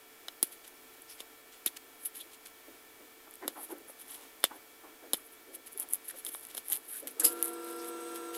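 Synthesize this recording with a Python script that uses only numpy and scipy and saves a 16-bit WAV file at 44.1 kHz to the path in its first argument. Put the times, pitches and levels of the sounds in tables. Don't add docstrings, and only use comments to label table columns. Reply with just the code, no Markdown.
import sys
import numpy as np
from scipy import signal
from scipy.fft import rfft, irfft
from scipy.io import wavfile
from scipy.ndimage import uniform_filter1d

SR = 44100
rng = np.random.default_rng(int(sys.argv[2]) if len(sys.argv) > 2 else 0)


def gain_from_db(level_db):
    decades = np.asarray(level_db, float) / 20
    return 10 ** decades


def bounce(signal):
    frames = np.transpose(np.atleast_2d(signal))
    limited = np.clip(frames, -1, 1)
    pcm = np.round(limited * 32767).astype(np.int16)
    wavfile.write(sys.argv[1], SR, pcm)


N = 369116
CUTOFF_HZ = 16300


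def rms_one(x):
    return x / np.sqrt(np.mean(x ** 2) + 1e-20)


def in_time(rows, column):
    rows = np.array(rows)
    return np.interp(np.arange(N) / SR, rows[:, 0], rows[:, column])


def resonance(x, hz, width):
    r = np.exp(-np.pi * width / SR)
    poles = [1, -2 * r * np.cos(2 * np.pi * hz / SR), r * r]
    return signal.lfilter([(1 - r * r) / 2, 0, (r * r - 1) / 2], poles, x)


def body(x, modes, detune=1):
    out = 0
    for k, (hz, width, db) in enumerate(modes):
        out = out + (-1) ** k * gain_from_db(db) * resonance(x, hz * detune, width)
    return out


def drift(rate):
    r = np.exp(-80 * np.pi * rate / SR)
    white = rng.standard_normal(N // 40 + 2002)
    slow = signal.lfilter([1], [1, -2 * r, r * r], white)[2000:]
    return np.interp(np.arange(N) / 40, np.arange(len(slow)), rms_one(slow))


def grains(per_s, spread_db, clump_db):
    sizes = gain_from_db(spread_db * np.minimum(rng.exponential(1, N), 4)) * rng.choice([-1, 1], N)
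    chance = per_s * gain_from_db(clump_db * drift(90)) / SR
    return sizes * (rng.random(N) < chance) + 1e-18


def breaks(events, column, modes, burst_s, crumble, trim_db, scales=None):
    out, t = np.zeros(N + 2000), np.arange(2000) / SR
    noise = rng.standard_normal((len(events), 2000))
    detune = rng.normal(1, 0.015, len(events))
    for k, row in enumerate(events):
        scale = scales[k] if scales else 1
        tuned = [(hz * scale, width * scale, db) for hz, width, db in modes]
        burst = (t == 0) + crumble * noise[k] * np.exp(-t / burst_s)
        sound = body(burst, tuned, detune[k])
        at = round(row[0] * SR)
        out[at:at + 2000] += sound / np.abs(sound).max() * gain_from_db(row[column] + trim_db)
    return out[:N]


def tone(hz, level_db):
    phase = 2 * np.pi * np.cumsum(hz) / SR
    return np.sqrt(2) * gain_from_db(level_db) * np.sin(phase + rng.uniform(0, 6.6))


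# frequency in Hz, density in dB per Hz.
AIR_SPECTRUM = [(30, -13.5), (190, -19), (276, -1.5), (350, -2.5), (450, -7.5), (625, -7.5), (1750, -10),
                (2470, -11), (4000, -14.5), (6380, -16.5), (12900, -12.5), (13900, -11), (15300, -12.5),
                (16300, -26)]
# frequency in Hz, wander in Hz, level in dB rms.
FAN_WHINE = [(445, 4.79, -68.5), (720, 5.26, -76), (1344, 4.8, -72.5), (1778, 2.5, -72),
             (2285, 0.96, -69.5), (3340, 70, -74)]
AIR_DB = -57


def air():
    hz, points = np.maximum(np.fft.rfftfreq(N, 1 / SR), 1), np.array(AIR_SPECTRUM)
    colour = gain_from_db(np.interp(np.log(hz), np.log(points[:, 0]), points[:, 1]))
    spectrum = rfft(rng.standard_normal(N)) * colour * (hz < CUTOFF_HZ)
    hiss = rms_one(irfft(spectrum, N))
    whine = 0
    for line_hz, wander, db in FAN_WHINE:
        whine = whine + tone(line_hz + wander * drift(11.7), db + 0.33 * drift(6.8))
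    gust_db = 0.5 * drift(3)
    return gain_from_db(AIR_DB + gust_db) * hiss + whine


# time in seconds, bright peak in dB, flap peak in dB, tube peak in dB, tube pitch in Hz.
SNAPS = [(0.2832, -36, -29, -39, 660), (0.4283, -10, -26.5, -29, 350), (1.204, -37, -34.5, -39, 530),
         (1.662, -13, -35, -33.5, 330), (3.4793, -14, -30.5, -26.5, 480), (4.432, -45, -39, -42, 799.4),
         (4.44, -8.5, -17, -19.5, 615), (4.4504, -35, -25, -42, 480), (5.1335, -11.5, -23, -26.5, 450),
         (5.1368, -29, -47, -30, 345), (5.1432, -43, -27, -35.5, 733), (6.2652, -26, -33, -49, 541),
         (6.3485, -46, -39, -31, 1150), (6.549, -31, -41, -41, 472.6), (6.5787, -25, -35, -36.5, 715),
         (6.764, -29, -43, -48, 730.6), (7.071, -31, -52, -43, 461), (7.1987, -19, -47, -39, 450)]
# frequency in Hz, width in Hz, level in dB.
BRIGHT_MODES = [(8640, 2370, -3), (11170, 1630, 9), (14600, 1900, -6)]
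# frequency in Hz, width in Hz, level in dB.
FLAP_LOW = [(1770, 780, -8.5), (2960, 430, 0), (3556, 434, 4)]
FLAP_HIGH = [(4120, 590, -4), (5270, 380, 1.5), (6800, 1500, -6.5)]
# pitch and width as shares of the tube pitch, level in dB.
TUBE_MODES = [(.55, 0.83, -0.5), (1.0, 0.43, 5.5), (1.9, 1.67, -6.5), (3.4, 2.34, -8.5)]
UPPER_SHARE, UPPER_DB = 0.54, -8


def snaps():
    upper = [(s, flap + UPPER_SHARE * (db - flap) + UPPER_DB) for s, db, flap, *_ in SNAPS]
    tube_hz = [row[4] for row in SNAPS]
    bright = breaks(SNAPS, column=1, modes=BRIGHT_MODES, burst_s=0.0013, crumble=1.0, trim_db=0.6)
    low = breaks(SNAPS, column=2, modes=FLAP_LOW, burst_s=0.0021, crumble=0.193, trim_db=2.0)
    high = breaks(upper, column=1, modes=FLAP_HIGH, burst_s=0.00066, crumble=0.053, trim_db=4.0)
    tube = breaks(SNAPS, column=3, modes=TUBE_MODES, burst_s=0.0003, crumble=0.024, trim_db=-0.5,
                  scales=tube_hz)
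    return bright + low + high + tube


# time in seconds, bright peak in dB, sheet peak in dB.
TICKS = [(1.6798, -28, -46), (1.769, -36, -55), (2.0588, -20, -46), (3.3104, -35.5, -54), (3.339, -35, -54),
         (3.355, -37, -56), (3.6393, -34, -56), (5.5495, -31, -50), (5.7756, -26, -49), (5.7825, -32, -43),
         (5.7989, -19, -44), (5.8209, -27, -54), (5.8284, -30, -45), (5.8882, -33, -55),
         (5.9351, -10.5, -50), (6.2494, -23.5, -37), (6.2888, -30, -39), (6.3422, -26, -44),
         (6.4512, -31, -42), (6.5704, -26, -32), (6.7241, -16, -40), (6.7205, -36, -26.5),
         (6.7311, -13.5, -28.5), (6.756, -26, -48), (6.772, -25, -49), (6.9573, -34, -52), (7.33, -28, -54),
         (7.4268, -8, -27), (7.491, -30, -53), (8.1588, -28, -41)]
# time in seconds, peak in dB.
CRACKLE_EARLY = [(0.4302, -25), (0.4316, -27), (0.6773, -37), (0.9391, -47), (1.0204, -37), (1.6634, -26),
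                 (1.6651, -24), (1.7708, -38), (2.052, -27), (2.0564, -31), (2.4591, -39), (2.4708, -41),
                 (3.3461, -45), (3.4812, -23), (3.7835, -42), (3.8853, -44), (4.0192, -40), (4.0627, -44),
                 (4.0807, -38), (4.404, -41), (4.4415, -29), (5.1384, -28), (5.1515, -34), (5.1694, -39),
                 (5.2195, -47), (5.5392, -43), (5.5583, -39), (5.6815, -42), (5.7237, -42), (5.731, -34),
                 (5.7386, -42), (5.803, -25), (5.8045, -25), (5.8149, -34), (5.8982, -42), (5.9019, -37),
                 (5.9073, -37), (5.91, -32), (5.926, -35), (5.928, -29), (5.9432, -30), (5.9448, -23),
                 (5.9558, -28), (6.0448, -42), (6.0551, -39), (6.0827, -34)]
# time in seconds, peak in dB.
CRACKLE_LATE = [(6.2541, -34), (6.2715, -32), (6.3114, -41), (6.3194, -36), (6.3455, -32), (6.3474, -35),
                (6.3562, -30), (6.3959, -37), (6.4097, -38), (6.4373, -41), (6.4692, -35), (6.4869, -40),
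                (6.5027, -43), (6.5136, -39), (6.5457, -40), (6.5514, -34), (6.5846, -35), (6.5926, -37),
                (6.6477, -41), (6.6554, -39), (6.6841, -24.5), (6.7007, -21), (6.7028, -31), (6.7095, -30),
                (6.7126, -28), (6.7155, -24), (6.7582, -26), (6.8892, -36), (7.0022, -32), (7.0287, -42),
                (7.0729, -25), (7.1955, -39), (7.2005, -18), (7.2488, -10), (7.3761, -39), (7.3916, -37),
                (7.4001, -37), (7.4382, -29), (7.4435, -19), (7.4488, -27), (7.4505, -26), (7.4558, -30),
                (7.4578, -24), (7.4606, -32), (7.4704, -30), (7.4764, -32), (7.4814, -24), (7.493, -34),
                (7.5032, -38), (7.534, -32.5), (7.6448, -32.5), (8.147, -41), (8.1743, -39), (8.3446, -35)]
# frequency in Hz, width in Hz, level in dB.
SHEET_MODES = [(1520, 1100, -9), (3240, 1290, -1.5), (4760, 1600, -4.5), (7930, 3500, -6.5)]
CRACKLE_SHEET_DB = -25


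def ticks():
    cracks = list(CRACKLE_EARLY) + list(CRACKLE_LATE)
    events = TICKS + [(s, db, db + CRACKLE_SHEET_DB) for s, db in cracks]
    bright = breaks(events, column=1, modes=BRIGHT_MODES, burst_s=0.00047, crumble=0.7, trim_db=1.5)
    return bright + breaks(events, column=2, modes=SHEET_MODES, burst_s=0.0016, crumble=0.16, trim_db=2.0)


# peak
# in seconds, length in seconds, pitch in Hz, level in dB.
SCUFFS = [(0.431, .0015, 5070, -33), (1.11, 0.026, 5100, -56.5), (1.6715, .003, 3600, -40),
          (1.677, 0.0036, 3450, -38), (2.21, 0.013, 3420, -47.5), (3.435, .008, 955, -53),
          (3.44, .01, 330, -46), (3.712, .005, 880, -47), (3.73, 0.0063, 340, -42), (4.85, .012, 1100, -58),
          (5.05, 0.014, 650, -59), (5.186, .003, 1200, -51), (5.761, .012, 400, -54.5),
          (4.441, 0.0013, 1650, -33), (6.103, 0.014, 1710, -51.5), (6.15, .012, 520, -52.5),
          (7.803, .022, 5180, -55), (3.439, 0.019, 1900, -54), (6.276, .018, 430, -62),
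          (6.95, .035, 1640, -57), (7.039, 0.014, 480, -45.5), (7.177, .015, 450, -50.5),
          (7.225, .014, 1580, -47), (7.25, .01, 1250, -43.5), (8.16, .006, 4200, -54)]
SCUFF_WIDTH = 0.26


def scuffs():
    out, t = np.zeros(N), np.arange(-4000, 4000) / SR
    shape = (len(SCUFFS), 8000)
    slips = rng.standard_normal(shape) * rng.exponential(1, shape)
    for (s, length, hz, db), slip in zip(SCUFFS, slips):
        width = SCUFF_WIDTH * hz
        rung = resonance(resonance(slip, hz, width), hz, width)
        at = round(s * SR) - 4000
        out[at:at + 8000] += gain_from_db(db) * rms_one(rung) * np.exp(-(t / length) ** 2)
    return out


# peak in seconds, rise in seconds, fall in seconds, fibre level in dB, sheet level in dB.
PICKS = [(.525, .021, 0.034, -48, -55.5), (.647, .012, .025, -64, -53.5),
         (.679, 0.015, 0.011, -48.5, -52.5), (1.02, .008, .012, -54, -68),
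         (1.102, 0.022, 0.091, -50, -54.5), (1.206, 0.027, 0.021, -51, -46.5),
         (1.532, 0.025, 0.056, -73, -55.5), (1.77, 0.0074, 0.0093, -46, -41),
         (2.045, .06, .021, -46.5, -65), (2.058, .011, 0.024, -30.5, -49), (2.156, .018, 0.1, -45, -53),
         (2.211, .03, 0.021, -46, -54), (2.342, 0.054, .03, -56, -55.5),
         (2.457, 0.0058, 0.04, -50.5, -50.5), (3.645, 0.11, .035, -43.5, -58), (3.72, .045, .021, -45, -56),
         (3.897, 0.027, 0.04, -48, -62), (4.014, 0.036, 0.025, -45, -54.5),
         (4.108, 0.043, 0.12, -46.5, -53.5), (4.151, 0.11, 0.044, -46.5, -53), (4.23, .15, .11, -59, -58.5),
         (4.564, 0.025, 0.014, -53, -74), (5.17, 0.047, .05, -49.5, -63), (5.262, .04, .03, -52.5, -75),
         (.468, .02, 0.054, -51, -61), (5.336, 0.04, 0.031, -53.5, -80)]
# peak in seconds, rise in seconds, fall in seconds, fibre level in dB, sheet level in dB.
TEARS = [(5.554, .027, .013, -42.5, -53.5), (5.673, 0.018, 0.018, -45.5, -53.5),
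         (5.728, 0.016, 0.025, -49, -67), (5.802, 0.028, 0.039, -38, -53),
         (5.831, 0.054, 0.018, -42, -54.5), (5.91, .025, .05, -47, -61), (5.94, 0.026, 0.029, -36, -52),
         (6.085, .012, 0.031, -38.5, -53), (6.05, .012, 0.035, -51, -61),
         (6.111, 0.045, 0.0075, -41.5, -48.5), (6.165, .012, 0.066, -48, -58),
         (6.195, 0.059, .025, -46.5, -58), (6.266, 0.021, 0.055, -43, -51), (6.29, 0.035, 0.016, -41, -58),
         (6.34, .06, 0.11, -44, -59), (6.432, .05, .05, -49, -63), (6.504, .025, 0.032, -53, -55.5),
         (6.581, .045, 0.029, -42.5, -49), (6.737, 0.07, 0.047, -33, -46), (6.895, .035, 0.095, -44, -58),
         (6.93, .06, .08, -39.5, -58), (7.11, .02, .03, -49, -63), (6.979, 0.15, 0.038, -40, -53.5),
         (7.003, .05, 0.016, -43, -56), (6.66, .02, .03, -49, -65)]
# peak in seconds, rise in seconds, fall in seconds, fibre level in dB, sheet level in dB.
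CRUMPLES = [(7.249, 0.019, 0.053, -19.5, -39), (7.32, .05, 0.058, -42, -56), (7.42, 0.2, .011, -51, -55.5),
            (7.46, .05, 0.069, -40, -52.5), (7.538, .008, .016, -42, -60), (7.648, .006, .02, -48, -65),
            (7.765, .015, .015, -50, -62), (7.71, 0.19, 0.076, -48, -56), (7.85, 0.13, 0.1, -50, -55),
            (8.01, .04, .04, -53, -60), (7.884, .025, .025, -40, -53), (8.1, 0.42, 0.59, -57, -58),
            (8.162, 0.038, 0.031, -44, -50.5), (8.349, 0.024, 0.068, -43.5, -46.5)]
# time in seconds, fibre level in dB, sheet level in dB.
RECOILS = [
    (0.432, -32, -43.5),
    (1.661, -30, -35),
    (3.478, -45, -43),
    (4.443, -39, -35.5),
    (5.137, -36, -42),
    (7.073, -36, -43),
    (7.198, -25.5, -42),
    (7.427, -32, -54),
]
RECOIL_RISE_S, RECOIL_FALL_S = 0.0021, 0.028
SHOULDER = 1.11
SHEET_SLOPE = 0.89


def pulls():
    recoils = [(s, RECOIL_RISE_S, RECOIL_FALL_S, fibre_db, sheet_db) for s, fibre_db, sheet_db in RECOILS]
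    s, rise, fall, fibre_db, sheet_db = np.array(PICKS + TEARS + CRUMPLES + recoils).T[:, :, None]
    t = np.arange(0, N + 20, 20) / SR
    away = np.maximum((s - t) / rise, (t - s) / fall)
    away[:-len(RECOILS)] **= SHOULDER
    down_db = 20 * away
    eased_db = SHEET_SLOPE * down_db + np.maximum(down_db - 23, 0)
    levels = fibre_db - down_db, sheet_db - eased_db
    return [gain_from_db(np.interp(np.arange(N) / SR, t, db.max(axis=0))) for db in levels]


# frequency in Hz, width in Hz, level in dB.
FIBRE_MODES = [(8650, 2200, -3), (11160, 1400, 8.5), (14600, 2000, -8.5)]


def rips(fine, coarse):
    pull, shake = pulls()
    fibres = pull * rms_one(body(fine, FIBRE_MODES))
    low_cut = signal.butter(4, 7200, "high", fs=SR, output="sos")
    sheet = shake * rms_one(body(coarse + 0.16 * fine, SHEET_MODES))
    return signal.sosfilt(low_cut, fibres) + sheet


# start in seconds, peak in seconds, end in seconds, peak level in dB, upper part in dB.
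RUBS = [(2.673, 2.684, 2.79, -51.5, -23), (2.998, 3.014, 3.17, -55, -11), (3.415, 3.435, 3.59, -42.5, -5),
        (3.555, 3.572, 3.75, -50, 1.5), (3.69, 3.716, 3.91, -44, -6.5), (3.88, 3.9, 3.9, -49.5, -8),
        (4.085, 4.255, 4.3, -60.5, 0), (4.505, 4.517, 4.65, -49.5, 1), (4.835, 4.839, 5.15, -54.5, -2),
        (5.024, 5.038, 5.33, -51, -8), (5.46, 5.49, 5.8, -52, -14), (5.782, 5.796, 6.23, -59, 0.5),
        (6.14, 6.141, 6.153, -45, -2), (6.23, 6.283, 6.4, -55, -11), (6.544, 6.55, 6.7, -54.5, -9),
        (6.693, 6.703, 7.14, -56, -1), (3.267, 3.28, 3.34, -57, 1), (7.028, 7.064, 7.2, -46.5, -14),
        (7.2, 7.245, 7.4, -40, -9.5)]
# frequency in Hz, width in Hz, level in dB.
RUB_LOW = [(300, 68, 1.8), (480, 244, -4.5)]
RUB_HIGH = [(815, 237, 0.5), (1500, 660, -8.5)]
RUB_RISE_DB, RUB_FALL_DB, RUB_BRIGHT_DB, RUB_DULL_DB = 12, 23.5, 2.5, -12


def rubs():
    start, peak, end, db, upper_db = np.array(RUBS).T[:, :, None]
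    t = np.arange(0, N + 40, 40) / SR
    before = np.maximum((peak - t) / (peak - start), 0)
    after = np.maximum((t - peak) / (end - peak), 0)
    low_db = db - RUB_RISE_DB * before ** 2 - RUB_FALL_DB * after
    high_db = low_db + upper_db + RUB_BRIGHT_DB * np.minimum(before, 1) + RUB_DULL_DB * after
    low, high = [gain_from_db(np.interp(np.arange(N) / SR, t, level.max(axis=0))) for level in (low_db, high_db)]
    slips = grains(per_s=4000, spread_db=3.0, clump_db=1.5)
    return 0.73 * low * rms_one(body(slips, RUB_LOW)) + high * rms_one(body(slips, RUB_HIGH))


# time in seconds, peak in dB.
BUMPS = [
    (2.68, -46),
    (5.04, -49),
    (5.485, -61),
    (7.027, -39),
]
# frequency in Hz, width in Hz, level in dB.
BUMP_MODES = [(331, 8.6, 2), (450, 19, -1), (576, 29, -2)]


def bumps():
    return breaks(BUMPS, column=1, modes=BUMP_MODES, burst_s=0.0042, crumble=0.086, trim_db=-5.5)


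# peak in seconds, length in seconds, start pitch in Hz, end pitch in Hz, level in dB.
SKIDS = [
    (3.568, .007, 1500, 800, -48),
    (3.595, 0.021, 1000, 650, -53),
    (3.722, .008, 1150, 500, -53),
    (3.902, .008, 750, 400, -52),
    (4.518, 0.013, 1500, 900, -52),
]
SKID_ROUGH = 0.55


def skids():
    out, t = np.zeros(N), np.arange(-4000, 4000) / SR
    rough = 1 + SKID_ROUGH * 6 * uniform_filter1d(rng.standard_normal((len(SKIDS), 8000)), size=60)
    for (s, length, start_hz, end_hz, db), flutter in zip(SKIDS, rough):
        hz = np.interp(t, [-length, length], [start_hz, end_hz])
        squeak = flutter * np.sin(2 * np.pi * np.cumsum(hz) / SR)
        at = round(s * SR) - 4000
        out[at:at + 8000] += gain_from_db(db) * squeak * np.exp(-(t / length) ** 2)
    return out


# time in seconds, rasp in dB, ring in dB.
STRIP = [
    (7.198, -27.5, -70),
    (7.234, -49, -62),
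    (7.25, -24.5, -34),
    (7.29, -45, -50),
    (7.305, -47, -70),
    (7.33, -54, -75),
]
# frequency in Hz, width in Hz, level in dB.
RASP_MODES = [(8100, 1340, -0.13), (9550, 500, -1.8)]
RING_MODES = [(4950, 120, 0), (2878.4, 110, -7.5)]


def last_strip(fine, coarse):
    rows = [(STRIP[0][0] - 0.002, -95, -95), *STRIP, (STRIP[-1][0] + 0.01, -95, -95)]
    rasp = gain_from_db(in_time(rows, column=1)) * rms_one(body(fine, RASP_MODES))
    return rasp + gain_from_db(in_time(rows, column=2)) * rms_one(body(coarse, RING_MODES))


def narrow_noise(modes):
    white, out = rng.standard_normal(N), 0
    for hz, width, db in modes:
        out = out + gain_from_db(db) * rms_one(resonance(resonance(white, hz, width), hz, width))
    return out


# time in seconds, speed in Hz.
SPEED = [
    (7.19, 107.5),
    (7.26, 108.5),
    (7.295, 114.7),
    (7.36, 113.6),
    (7.6, 113.2),
    (8.37, 113.05),
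]
# multiple of the shaft speed, level in dB rms.
SHAFT = [(3, -47.5), (3.5, -69.5), (4, -65), (6, -68.5), (8, -72), (9, -66), (12, -52.5), (14.12, -65.5),
         (15, -72), (24.1, -69.5), (30, -71), (32.56, -72), (34.7, -71.5), (51, -69.5), (57, -70)]
# multiple of the mains pitch, level in dB rms.
MAINS = [(2, -67.5), (4, -51), (6, -60.5), (8, -62), (10, -68), (66.2, -70), (68.2, -64.5), (70.2, -68),
         (72.7, -73)]
# time in seconds, pitch in Hz, level in dB rms.
SQUEAL = [
    (7.45, 5143, -85),
    (7.55, 5130, -72),
    (7.64, 5080, -68),
    (7.8, 5110, -63.5),
    (7.9, 5090, -71),
    (8.0, 5085, -76),
]
# frequency in Hz, width in Hz, level in dB rms.
CASING = [(372, 280, -56), (1100, 970, -58), (3780, 780, -68), (8400, 900, -62)]
MAINS_HZ = 120.05
MOTOR_ON_S, SPIN_UP_DB_PER_S, RUN_DB = 7.222, 422, 1.1
SAG_S, SAG_WIDTH_S, SAG_DB = 7.232, 0.012, -8
INRUSH_S, INRUSH_WIDTH_S, INRUSH_DB = 7.255, 0.03, 6
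WARM_S = 0.21


def motor():
    t, shaft_hz = np.arange(N) / SR, in_time(SPEED, column=1)
    on_db = RUN_DB + np.clip(SPIN_UP_DB_PER_S * (t - MOTOR_ON_S), -60, 0)
    shaft_db = on_db + SAG_DB * np.exp(-((t - SAG_S) / SAG_WIDTH_S) ** 2)
    mains_db = on_db + INRUSH_DB * np.exp(-((t - INRUSH_S) / INRUSH_WIDTH_S) ** 2)
    cold = np.exp(-np.maximum(t - MOTOR_ON_S, 0) / WARM_S)
    early = np.clip(8.0 - t, 0, 1)
    lines = 0
    for multiple, db in SHAFT:
        hz = multiple * (shaft_hz + 0.09988 * drift(17.0))
        lines = lines + tone(hz, db + shaft_db - 0.0082 * multiple ** 2 * early + 0.61 * drift(16.0))
    for multiple, db in MAINS:
        hz = multiple * (MAINS_HZ + 0.1206 * drift(15.3))
        lines = lines + tone(hz, db + mains_db - 0.27 * multiple * cold + 1.4 * drift(17.8))
    squeal_hz = in_time(SQUEAL, column=1) + 30 * drift(139.7)
    squeal = tone(squeal_hz, in_time(SQUEAL, column=2) + shaft_db + 3.0 * drift(15.0))
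    warm_casing = (1 - cold) * gain_from_db(2.1 * drift(6.62)) * narrow_noise(CASING[3:])
    return lines + squeal + gain_from_db(shaft_db) * (narrow_noise(CASING[:3]) + warm_casing)


def bench(x, t60, wet_db):
    t = np.arange(round(0.15 * SR)) / SR
    tail = rng.standard_normal(len(t)) * gain_from_db(-60 * t / t60) * (t > 0.0015)
    return x + gain_from_db(wet_db) * signal.fftconvolve(x, tail / np.sqrt(np.sum(tail ** 2)))[:N]


# frequency in Hz, width in Hz.
GAPS = [(2550, 350), (4600, 400)]


def hollow(x):
    for hz, width in GAPS:
        x = x - 0.8 * resonance(x, hz, width)
    return x


def scene():
    fine = grains(per_s=9000, spread_db=2.6, clump_db=3.5)
    coarse = grains(per_s=4000, spread_db=4.5, clump_db=1.5)
    knocks = hollow(bench(snaps() + ticks() + bumps(), t60=0.049, wet_db=-14.5))
    hands = knocks + scuffs() + rips(fine, coarse) + rubs() + skids() + last_strip(fine, coarse)
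    low_cut = signal.butter(4, 225, "high", fs=SR, output="sos")
    return (signal.sosfilt(low_cut, hands + motor()) + air())[None]


def roll_off(x):
    return signal.sosfilt(signal.butter(12, 16810, fs=SR, output="sos"), x)


def record(dry):
    top_cut = signal.cheby2(10, 50, CUTOFF_HZ + 500, fs=SR, output="sos")
    mix = signal.sosfilt(top_cut, dry)
    return roll_off(mix)


dry = scene()
out = record(dry)
bounce(out)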